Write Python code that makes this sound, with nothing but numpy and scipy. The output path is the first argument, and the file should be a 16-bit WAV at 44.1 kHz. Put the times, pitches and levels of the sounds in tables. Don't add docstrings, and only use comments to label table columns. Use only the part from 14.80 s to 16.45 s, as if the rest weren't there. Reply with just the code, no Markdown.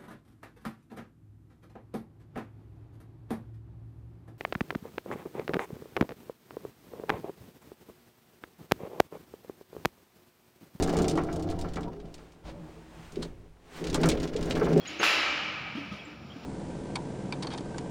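import sys
import numpy as np
from scipy import signal
from scipy.fft import rfft, irfft, next_fast_len
from scipy.io import wavfile

SR = 44100
rng = np.random.default_rng(int(sys.argv[2]) if len(sys.argv) > 2 else 0)


def inscribe(sig):
    pcm = np.round(np.clip(np.atleast_2d(sig).T, -1, 1) * 32767)
    wavfile.write(sys.argv[1], SR, pcm.astype(np.int16))


N = 72765

# start_s, level_db, tilt_db_per_octave, punch_over_echo_db, punch_fade_s, cutoff_hz, echo_rise_s
DOOR_CONTACTS = [(0.05, -44, 3.5, 0, 0.025, 4000, .0015), (0.078, -45.5, 4, -3, 0.023, 5500, 0.0035),
                 (.112, -55, -8.5, 4, 0.037, 5000, .003), (0.197, -33, -3, 3, 0.034, 3000, 0.0016),
                 (0.207, -33.5, 1.5, -18, 0.029, 9000, 0.0047),
                 (0.2293, -24.5, 0.48, 7, .045, 18000, 0.0036), (0.302, -34.5, -1.2, 2, 0.072, 9000, .005)]


def amp(db):
    return 10 ** (np.asarray(db) / 20)


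def unit(x):
    return x / np.sqrt(np.mean(x ** 2) + 1e-20)


def along(points, hz):
    pitches, values = np.transpose(points)
    return np.interp(np.log(hz + 1), np.log(pitches + 1), values)


def filtered(x, response):
    size = next_fast_len(N + SR // 2)
    return irfft(rfft(x, size) * response(np.fft.rfftfreq(size, 1 / SR)), size)[:N]


def noise(response):
    return unit(filtered(rng.standard_normal(N + SR), response))


def band(hz, width_hz):
    return noise(lambda f: 1 / (1 + (2 * (f - hz) / width_hz) ** 2))


def since(start_s):
    return np.maximum(np.arange(N) / SR - start_s, 0)


def tilt(hz, db_per_octave):
    return amp(db_per_octave * np.log2(np.maximum(hz, 300) / 1800))


def hall_background():
    # pitch_hz, relative_db
    air_tone = [(25, -30), (45, -32), (60, -14.5), (250, -1), (450, -4), (800, -6.5), (1050, -11.5),
                (1280, -9), (1900, -16), (2500, -11.5), (3300, -18), (4000, -21), (5600, -19.5),
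                (6300, -34.5), (7200, -28), (8100, -47), (9600, -38.5), (13000, -48), (15500, -35)]
    rumble_tone = [(30, -38), (60, -26), (76, 3.5), (100, 4), (150, 7), (210, 7), (350, -15), (800, -59)]
    # time_s, level_db
    air_levels = [(0, -50), (.3, -46), (.9, -52), (1.18, -51), (1.398, -52.5), (1.55, -50), (1.65, -48.5)]
    rumble_levels = [(0, -56), (.35, -61.5), (.65, -53.5), (.8, -49), (1.1, -48.5), (1.3, -57.5),
                     (1.45, -45.5), (1.65, -55)]
    swell = lambda levels: amp(np.interp(since(0), *np.transpose(levels)))
    air = swell(air_levels) * noise(lambda f: amp(along(air_tone, f)))
    drone = amp(-63) * band(hz=74, width_hz=12)
    rumble = swell(rumble_levels) * noise(lambda f: amp(along(rumble_tone, f)))
    return air + drone + rumble


def bumps():
    # start_s, pitch_hz, level_db, rise_s, fade_s, scuff_db
    knocks = [(.09, 303.8, -44.5, 0.0049, 0.44, -54.5), (0.193, 347, -35, 0.0096, 0.17, -40.5),
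              (.207, 436, -34.5, 0.0045, 0.088, -57), (.38, 288, -38.5, 0.0053, 0.11, -62),
              (0.521, 301.9, -41.5, 0.006, 0.3, -67), (0.624, 213, -45, 0.0085, 0.07, -57),
              (0.483, 1271, -37, 0.0082, 0.13, -66), (.86, 777, -46, 0.008, 0.068, -70),
              (.95, 234.4, -33.5, 0.0055, 0.11, -46), (0.971, 284, -35, 0.0081, 0.31, -49),
              (1.044, 211, -39.5, 0.0097, 0.11, -51.5), (1.112, 202.3, -36.5, 0.011, 0.15, -44.5),
              (1.263, 300.7, -43.5, 0.0091, 0.31, -53.5), (1.406, 132, -52.5, 0.015, 0.17, -75),
              (1.41, 320, -48, 0.0038, .15, -76), (1.455, 198, -43.5, 0.0085, 0.08, -63),
              (1.557, 281, -37, 0.0085, 0.061, -56), (1.623, 235, -50.5, 0.012, 0.28, -53.5)]
    # pitch_hz, relative_db
    scuff_tone = [(60, -22), (200, 7), (330, -15), (450, -6), (600, 2), (1000, -22), (1250, 4), (1800, -28),
                  (2700, -7), (5500, -15), (8000, -36.5), (10000, -33), (13000, -54), (15000, -35)]
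    scuff_fade_s = 0.45
    out = np.zeros(N)
    for start_s, pitch_hz, level_db, rise_s, fade_s, scuff_db in knocks:
        t, after_peak = since(start_s), since(start_s + rise_s)
        note = np.sqrt(2) * np.sin(2 * np.pi * pitch_hz * t)
        blur = 0.3 * band(pitch_hz, width_hz=100)
        body = (note + blur) * amp(level_db - 60 * after_peak / fade_s)
        scuff = noise(lambda f: amp(along(scuff_tone, f)))
        scuff *= amp(scuff_db - 60 * after_peak / scuff_fade_s)
        out += (body + scuff) * np.minimum(t / rise_s, 1)
    return out


def squeaks():
    # start_s, length_s, pitch_hz, glide_hz, level_db
    slips = [(0, 0.058, 3300, -27, -52.5), (.01, 0.0084, 4270, -10, -52.5),
             (0.074, 0.012, 6794, -120, -39.5), (.087, .008, 6780, 0, -68),
             (0.192, 0.014, 6500, 130, -37.5), (0.971, 0.0086, 3280, 152, -43),
             (1.19, 0.018, 3270, -6, -50), (1.25, 0.012, 7430, -77, -57), (1.501, 0.01, 3190, -40.5, -50),
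             (1.518, 0.0095, 3200, -29, -48.5)]
    waver_hz, echo_db, echo_fade_s = 62, -7, 0.16
    out = np.zeros(N)
    for start_s, length_s, pitch_hz, glide_hz, level_db in slips:
        progress = np.minimum(since(start_s) / length_s, 1)
        waver = waver_hz * noise(lambda f: 1 / (1 + (f / 400) ** 2))
        pitch = pitch_hz + glide_hz * (progress - 0.5) + waver
        swell = np.sqrt(2 * np.abs(np.sin(np.pi * progress)))
        tone = swell * np.sin(2 * np.pi * np.cumsum(pitch) / SR)
        tail = rng.standard_normal(N) * amp(-60 * since(0) / echo_fade_s)
        echo = signal.fftconvolve(tone, tail / np.linalg.norm(tail))[:N]
        out += amp(level_db) * (tone + amp(echo_db) * echo)
    return out


def hall_echo(x, start_s, rise_s):
    # pitch_hz, fade_s
    fade_times = [(100, 5.2), (400, 1.13), (900, 2.36), (2300, 2.1), (4000, 1.75), (6000, 1.39),
                  (8000, 0.89), (11000, 0.57), (15000, 0.48)]
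    hz, t, spectrum = signal.stft(x, SR, nperseg=256)
    hz, age = hz[:, None], np.maximum(t - start_s, 0)
    treble_lag = np.maximum(hz / 3000, 1) ** 0.24
    rise = 1 - np.exp(-age / (rise_s * treble_lag))
    fade = amp(-60 * age / along(fade_times, hz))
    return signal.istft(spectrum * rise * fade, SR, nperseg=256)[1][:N]


def door_clatter():
    # pitch_hz, relative_db
    punch_tone = [(100, -40), (330, -22), (700, -8), (1000, 1), (1700, 4.5), (2500, -4), (3400, -8),
                  (6000, -14), (8000, -30), (15000, -47)]
    door_tone = [(60, -42), (200, -46), (300, -12), (520, -10.5), (750, -9), (1100, -10), (1400, -7),
                 (2000, -5.5), (2700, -1.5), (3300, -10), (5200, -12.5), (6100, -19.5), (7300, -20),
                 (8100, -36.5), (10000, -25.5), (13500, -33.5), (15500, -24)]
    punch_rise_s, ripple_step_hz = 0.00081, 23.95
    bounces_per_s, bounce_db, bounce_fade_s = 110, -11, 0.9
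    ripples_db = 1.5 * rng.standard_normal(SR // 8)
    ripple = lambda f: np.interp(f / ripple_step_hz, np.arange(len(ripples_db)), ripples_db)
    out = np.zeros(N)
    for start_s, level_db, slope, punch_db, punch_fade_s, cutoff_hz, echo_rise_s in DOOR_CONTACTS:
        t = since(start_s)
        force = lambda f: tilt(f, slope) / np.sqrt(1 + (f / cutoff_hz) ** 4)
        echo_tone = lambda f: amp(along(door_tone, f) + ripple(f)) * force(f)
        punch = noise(lambda f: amp(along(punch_tone, f)) * force(f))
        punch *= amp(punch_db - 60 * t / punch_fade_s) * (1 - np.exp(-t / punch_rise_s))
        clicks = rng.uniform(-0.85, 1, N) * (rng.random(N) < bounces_per_s / SR)
        bounces = unit(filtered(clicks, echo_tone)) * amp(bounce_db - 60 * t / bounce_fade_s)
        echo = hall_echo(noise(echo_tone) + bounces, start_s, echo_rise_s)
        out += amp(level_db) * (punch + echo)
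    return out


def door_ring():
    # pitch_hz, width_hz, relative_db, fade_s
    steel_notes = [(310, 26, -24.5, 2.6), (331.5, 12, -22.5, 1.1), (590, 47, -21, 2.25),
                   (1196, 11, -27.5, 3.2), (1263, 68, -14.5, 2.3), (1333, 12, -18.5, 2.1),
                   (1808, 4, -19, 0.57), (1892, 22, -23, 1), (2323, 105, -11, 2.82), (2564, 41, -22, 4.6),
                   (2590, 14, -17, 0.63), (2700, 32, -25, 2.6), (2970, 320, -12.5, 2.25),
                   (3975, 11, -16.5, 1.15)]
    rise_s = 0.0063
    out = np.zeros(N)
    for pitch_hz, width_hz, relative_db, fade_s in steel_notes:
        energy = np.zeros(N)
        for start_s, level_db, slope, *_ in DOOR_CONTACTS:
            t = since(start_s)
            strength = amp(level_db + relative_db - 60 * t / fade_s) * tilt(pitch_hz, slope)
            energy += (strength * (1 - np.exp(-t / rise_s))) ** 2
        out += band(pitch_hz, width_hz) * np.sqrt(energy)
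    return out


def scene():
    end_fade = amp(-70 * since(1.33))
    door = (door_clatter() + door_ring()) * end_fade
    return (door + squeaks() + bumps() + hall_background())[None]


def record(dry):
    return np.array([filtered(x, lambda hz: hz < 15600) for x in dry])


dry = scene()
out = record(dry)
inscribe(out)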